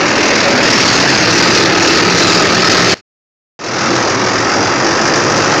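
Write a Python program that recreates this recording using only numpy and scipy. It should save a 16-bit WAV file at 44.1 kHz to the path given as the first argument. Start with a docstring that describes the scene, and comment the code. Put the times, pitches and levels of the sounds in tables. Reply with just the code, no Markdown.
"""A six-cylinder diesel tractor idles beside a hand-held microphone, which it overloads; later it speeds up.
Each firing rings the block and sets off injector and valve clatter: noise bursts and dense rings,
coloured by panels and microphone place. The exhaust is three harmonics of the firing rate; the fan a shaken tone.
The sound cuts out for about 0.6 s, then fades in from a little farther off before the engine picks up speed."""
import sys
import numpy as np
from scipy import signal
from scipy.fft import rfft, irfft
from scipy.io import wavfile
from scipy.ndimage import uniform_filter1d, minimum_filter1d

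SR = 44100
rng = np.random.default_rng(int(sys.argv[2]) if len(sys.argv) > 2 else 0)


def write(x):
    x = np.atleast_2d(x).T
    wavfile.write(sys.argv[1], SR, np.round(np.clip(x, -1, 1) * 32767).astype(np.int16))


N = 246958
TIME = np.arange(N) / SR

# relative strength of each cylinder, in firing order: (knock [dB], clatter [dB])
CYLINDER_LEVELS = [(0, -4), (0, -2.5), (0, -1.5), (.5, -1.5), (0, -2), (0, -3)]
# microphone place: (time [s], place [0 flank, 1 steps, 2 farther off])
MIC_PLACE = [(0, 0.05), (.5, 0.56), (.85, 1.2), (3.1, 1.05), (3.5, 1.8), (5.6, 2.2)]

IDLE_FIRINGS_HZ, REV_RISE_HZ, REV_MIDDLE_S, REV_EASE_S = 40.135, 11.6, 4.72, .37
BAND_HZ, EDGE_HZ = 8800, 15800  # low-pass before the limiter, and at the very end
STFT_SIZE, STFT_OVERLAP = 2048, 1536


def amp(db):
    """Decibels to gain."""
    return 10 ** (np.asarray(db) / 20)


def evened(x):
    """Scales to rms 1."""
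    return x / np.sqrt(np.mean(x ** 2) + 1e-20)


def bell(offset, half_width):
    """Gaussian bump of height 1, down to 1/e at half_width."""
    return np.exp(-(offset / half_width) ** 2)


def resonance(offset_hz, width_hz):
    """Resonance-shaped bump of height 1, half height across width_hz."""
    return 1 / (1 + (2 * offset_hz / width_hz) ** 2)


def curve(rows, t):
    """Reads a (time, value) table at the times t."""
    times, values = np.transpose(rows)
    return np.interp(t, times, values)


def spectrum(points, hz):
    """Gain of a (frequency, dB) table, joined on a log-frequency axis."""
    f, db = np.transpose(points)
    return amp(np.interp(np.log(hz + 1), np.log(f + 1), db))


def wander(rate_hz):
    """Slow random signal of rms 1: noise under a Gaussian low-pass."""
    hz = np.fft.rfftfreq(N, 1 / SR)
    return evened(irfft(rfft(rng.standard_normal(N)) * bell(hz, rate_hz), N))


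def low_pass(x, cutoff_hz):
    """Steep linear-phase low-pass."""
    taps = signal.firwin(255, cutoff_hz, window=("kaiser", 8), fs=SR)
    return signal.oaconvolve(x, taps, "same")


def firing_hz(t):
    """Firings per second: a steady idle, then a rise along an S-curve."""
    return IDLE_FIRINGS_HZ + REV_RISE_HZ / (1 + np.exp((REV_MIDDLE_S - t) / REV_EASE_S))


def fan(turns, per_firing, hum_db, waver_db, flutter_rad):
    """Belt-driven blades hum at a fixed ratio to engine speed; turbulence shakes level and phase."""
    # relative hum, loudest beside the steps: (time [s], level [dB])
    fan_levels = [(0, -38), (1.7, -23), (2.85, -20), (3.8, -31.5), (5.6, -33.5)]
    level = amp(curve(fan_levels, TIME) + hum_db + waver_db * wander(23))
    phase = 2 * np.pi * per_firing * turns + flutter_rad * wander(8)
    return level * np.sin(phase)


def exhaust(turns, harmonics_db, pipe_hz, pipe_width_hz, pipe_db):
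    """Throb at the firing rate and its overtones, which swell near the pipe's resonance."""
    out = np.zeros(N)
    for k, db in enumerate(harmonics_db, start=1):
        lift_db = pipe_db * resonance(k * firing_hz(TIME) - pipe_hz, pipe_width_hz)
        out += amp(db + lift_db) * np.cos(2 * np.pi * k * turns)
    return out


def passing_db(hz, t, hollow_width_hz, patchy_db, shimmer_db):
    """Colour that changes as the microphone moves: hollow, local resonances, flares, drifting patches."""
    # boom of the hollow between wheel and cab: (time [s], frequency [Hz])
    hollow_pitch = [(0, 318), (.5, 240), (1.5, 327), (2.55, 350), (2.8, 392), (3.8, 345), (5.6, 332)]
    # bodywork resonances: (time [s], half length [s], frequency [Hz], half width [Hz], lift [dB])
    standing = [(.6, .6, 560, 70, 3.5), (2.15, .4, 404, 22, 4.5), (2.25, .7, 1267, 59, 7),
                (4.7, .8, 114.3, 14, 1.5), (4.8, 0.68, 4820, 280, 5.5), (5.45, 0.44, 500, 90, 3.5)]
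    # treble bands gliding down as the metalwork passes: (time [s], frequency [Hz], lift [dB])
    flares = [(.744, 5420, 8.5), (1.13, 5350, 1), (1.2, 6430, 11), (1.83, 6700, 8.5), (2.24, 3990, 9.5),
              (2.67, 5170, 8)]
    hollow_db = 5.5
    flare_half_s, flare_half_width_hz, flare_glide_hz_per_s = 0.045, 190, -1500

    f = hz[:, None]
    db = hollow_db * resonance(f - curve(hollow_pitch, t), hollow_width_hz)
    for s, half_s, centre_hz, half_hz, lift_db in standing:
        db = db + lift_db * bell(t - s, half_s) * bell(f - centre_hz, half_hz)
    for s, start_hz, lift_db in flares:
        glide_hz = start_hz + flare_glide_hz_per_s * (t - s)
        db = db + lift_db * bell(t - s, flare_half_s) * bell(f - glide_hz, flare_half_width_hz)

    patches = uniform_filter1d(rng.standard_normal(db.shape), size=22, axis=0)
    patches = uniform_filter1d(patches, size=6, axis=1)
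    # short waves shimmer most, close to the steps
    near_steps = bell(curve(MIC_PLACE, t) - 1, 0.78)
    depth_db = patchy_db + shimmer_db * np.minimum(f / BAND_HZ, 1) * near_steps
    return db + depth_db * evened(patches)


def register_db(k, t):
    """Level of body, knock or clatter: set by place, growing with speed, swaying with the hand."""
    # relative idle level at flank, steps, farther off: (body [dB], knock [dB], clatter [dB])
    loudness = [(-13, -14, -22.5), (-9, -12.5, -13.5), (-10.5, -15.5, -21)]
    # body, knock, clatter: (growth [dB per doubling of speed], hand sway [dB rms])
    registers = [(3, .5), (9, 0), (11, 0.33)]
    growth_db, sway_db = registers[k]
    idle_db = np.interp(curve(MIC_PLACE, t), np.arange(len(loudness)), np.array(loudness)[:, k])
    speed_db = growth_db * np.log2(firing_hz(t) / IDLE_FIRINGS_HZ)
    return idle_db + speed_db + sway_db * np.interp(t, TIME, wander(7.1))


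def knocks(turns, delay, t60_s, jitter_s, uneven_db):
    """Each cylinder strikes once a cycle and sets off its own dense ring; delay in firing periods."""
    firing = np.arange(int(turns[-1]))
    late, size = rng.standard_normal((len(firing), 2)).T
    strike_s = np.interp(firing + delay, turns, TIME) + jitter_s * late
    at = np.clip(strike_s * SR, 0, N - 1).astype(int)
    ring_t = TIME[:SR // 8]
    out = np.zeros(N)
    for k, (knock_db, _) in enumerate(CYLINDER_LEVELS):
        own = firing % len(CYLINDER_LEVELS) == k
        blows = np.bincount(at[own], amp(knock_db + uneven_db * size[own]), N)
        ring = evened(rng.standard_normal(len(ring_t)) * amp(-60 * ring_t / t60_s))
        out += signal.oaconvolve(blows, ring)[:N]
    return evened(out)


def clatter(turns, delay, decay, scatter, uneven_db):
    """A sharp noise burst each firing; delay, decay and scatter in firing periods."""
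    firing = np.arange(-2, int(turns[-1]) + 2)
    late, size = rng.standard_normal((len(firing), 2)).T
    starts = np.sort(firing + delay + scatter * late)
    last = np.searchsorted(starts, turns) - 1
    cylinder_db = np.array(CYLINDER_LEVELS)[firing % len(CYLINDER_LEVELS), 1]
    burst_db = cylinder_db + uneven_db * size
    envelope = amp(burst_db[last]) * np.exp((starts[last] - turns) / decay)
    return evened(envelope * rng.standard_normal(N))


def strokes(turns):
    """Three voices of a firing: exhaust bark, knock of combustion and piston, metallic rattle."""
    bark = knocks(turns, delay=.92, t60_s=0.15, jitter_s=0.00026, uneven_db=1.5)
    knock = knocks(turns, delay=.2, t60_s=0.081, jitter_s=.00006, uneven_db=0.5)
    slap = knocks(turns, delay=.54, t60_s=0.058, jitter_s=.00008, uneven_db=1.0)
    injectors = clatter(turns, delay=.2, decay=.65, scatter=.05, uneven_db=2.2)
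    valves = clatter(turns, delay=.42, decay=0.35, scatter=0.2, uneven_db=2.5)
    rush = rng.standard_normal(N)
    return np.array([evened(bark + amp(2) * rush),
                     evened(knock + amp(-0.5) * slap + rush),
                     evened(injectors + amp(-6) * valves + amp(-5.5) * rush)])


def block(turns):
    """Bark, knock and rattle split by frequency, coloured by panels and microphone place."""
    # engine spectrum from each place, relative: (frequency [Hz], density [dB per Hz])
    by_flank = [(30, -7.5), (70, -6.5), (110, 7), (150, -3.5), (330, -2), (650, -13.5), (1050, -17.5),
                (1500, -20), (2500, -17.5), (3300, -26.5), (4500, -20), (5700, -17), (7000, -24),
                (8000, -41)]
    by_steps = [(30, -7), (70, -5.5), (110, 6.5), (150, -8.5), (330, -9), (650, -19.5), (1050, -24),
                (1500, -20), (2500, -21.5), (3300, -26.5), (4500, -18.5), (5700, -21), (7000, -27.5),
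                (8000, -48)]
    farther = [(30, -4), (70, -9.5), (110, 9.5), (150, -5.5), (330, -5.5), (650, -14.5), (1050, -15.5),
               (1500, -18.5), (2500, -27), (3300, -33.5), (4500, -32), (5700, -25), (7000, -33),
               (8000, -49)]
    # ringing panels and covers: (frequency [Hz], width [Hz], lift [dB])
    panels = [(232, 35, 2), (530, 90, 1.5), (830, 90, 2.5), (1290, 70, 3), (1820, 150, 2), (2650, 250, 2),
              (4800, 500, 1.5)]
    # brief treble dips: (time [s], half length [s], level [dB])
    dips = [(0.568, 0.12, -4.5), (1.71, 0.087, -5), (2.077, .08, -3), (2.497, 0.095, -4.5)]

    hz, t, (bark, knock, rattle) = signal.stft(strokes(turns), SR, nperseg=STFT_SIZE, noverlap=STFT_OVERLAP)
    middle, treble = (1 / (1 + (edge_hz / (hz[:, None] + 1)) ** 4) for edge_hz in (650, 2800))
    sound = np.sqrt(1 - middle) * bark + np.sqrt(abs(middle - treble)) * knock + np.sqrt(treble) * rattle

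    place = curve(MIC_PLACE, t)
    colour = 0
    for k, view in enumerate([by_flank, by_steps, farther]):
        colour = colour + spectrum(view, hz)[:, None] * np.maximum(1 - abs(place - k), 0)
    panels_db = sum(db * resonance(hz - f, width) for f, width, db in panels)
    moving_db = passing_db(hz, t, hollow_width_hz=56, patchy_db=0.9, shimmer_db=1.5)
    colour = colour * amp(panels_db[:, None] + moving_db)

    # level each register (body, knock, clatter), then let it swell and sink with the microphone
    bands_hz = [(90, 700), (700, 3000), (3000, 8000)]
    log_centres = np.log([450, 1500, 4800])
    gain = 0
    for k, (lo, hi) in enumerate(bands_hz):
        power = np.sum(colour[(hz > lo) & (hz < hi)] ** 2, axis=0) / len(hz)
        share = np.interp(np.log(hz + 1), log_centres, np.eye(len(bands_hz))[k])
        gain = gain + share[:, None] * amp(register_db(k, t)) / np.sqrt(power)
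    dip_db = sum(db * bell(t - s, half_s) for s, half_s, db in dips)
    gain = gain * amp(treble * dip_db)
    return signal.istft(sound * colour * gain, SR, nperseg=STFT_SIZE, noverlap=STFT_OVERLAP)[1][:N]


def bounce(x, delay_s, sway_s, echo_db):
    """Adds a reflection off the bodywork whose path changes as the hand moves."""
    heard_from = TIME - delay_s - sway_s * wander(1.0)
    return x + amp(echo_db) * np.interp(heard_from, TIME, x)


def scene():
    """Block, exhaust and fan all follow the running count of firings."""
    turns = np.cumsum(firing_hz(TIME)) / SR
    engine = bounce(block(turns), delay_s=0.001615, sway_s=0.00033, echo_db=-16.5)
    engine = engine + exhaust(turns, harmonics_db=[-11.0, -26.5, -24.5],
                              pipe_hz=150, pipe_width_hz=6.7, pipe_db=11.0)
    engine = engine + fan(turns, per_firing=4.39, hum_db=8.5, waver_db=3.5, flutter_rad=0.71)
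    nearness_db = np.interp(curve(MIC_PLACE, TIME), np.arange(3), [1, 2.5, -1])
    return (engine * amp(nearness_db))[None]


def fader():
    """Full level, a sudden cut with a dying remnant, silence, then a straight fade in from a low step."""
    cut_s, remnant_s, remnant_gain = 2.942, .07, .07
    resume_s, fade_in_s, resume_gain = 3.591, .25, .17
    remnant = remnant_gain * np.sqrt(np.clip(1 - (TIME - cut_s) / remnant_s, 0, 1))
    fade_in = np.interp(TIME, [resume_s, resume_s + fade_in_s], [resume_gain, 1], left=0)
    return uniform_filter1d(np.where(TIME < cut_s, 1, remnant + fade_in), size=45)


def record(dry, overload=0.74, low_cut_hz=250, rumble_hz=38, ceiling=0.76, fizz_db=-31, give=.17):
    """The boom overloads the microphone and chops the treble; low cut, narrow band, fast limiter, fader."""
    x = dry[0] / (1 + (dry[0] / overload) ** 8) ** (1 / 8)
    x = x + give * (dry[0] - x)  # the overloaded microphone still yields a little
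    for order, hz in ((2, low_cut_hz), (6, rumble_hz)):
        x = signal.sosfilt(signal.butter(order, hz, "highpass", fs=SR, output="sos"), x)
    x = signal.sosfilt(signal.butter(6, 7300, fs=SR, output="sos"), x)
    x = low_pass(x, BAND_HZ)
    needed_gain = np.minimum(1, ceiling / (abs(x) + 1e-9))
    gain = uniform_filter1d(minimum_filter1d(needed_gain, size=13), size=9)
    # a faint fizz wherever peaks are held down
    held_down = abs(uniform_filter1d(1 - gain, size=64))
    fizz = amp(fizz_db) * np.sqrt(held_down) * rng.standard_normal(N)
    return low_pass((x * gain + fizz) * fader(), EDGE_HZ)[None]


dry = scene()
out = record(dry)
write(out)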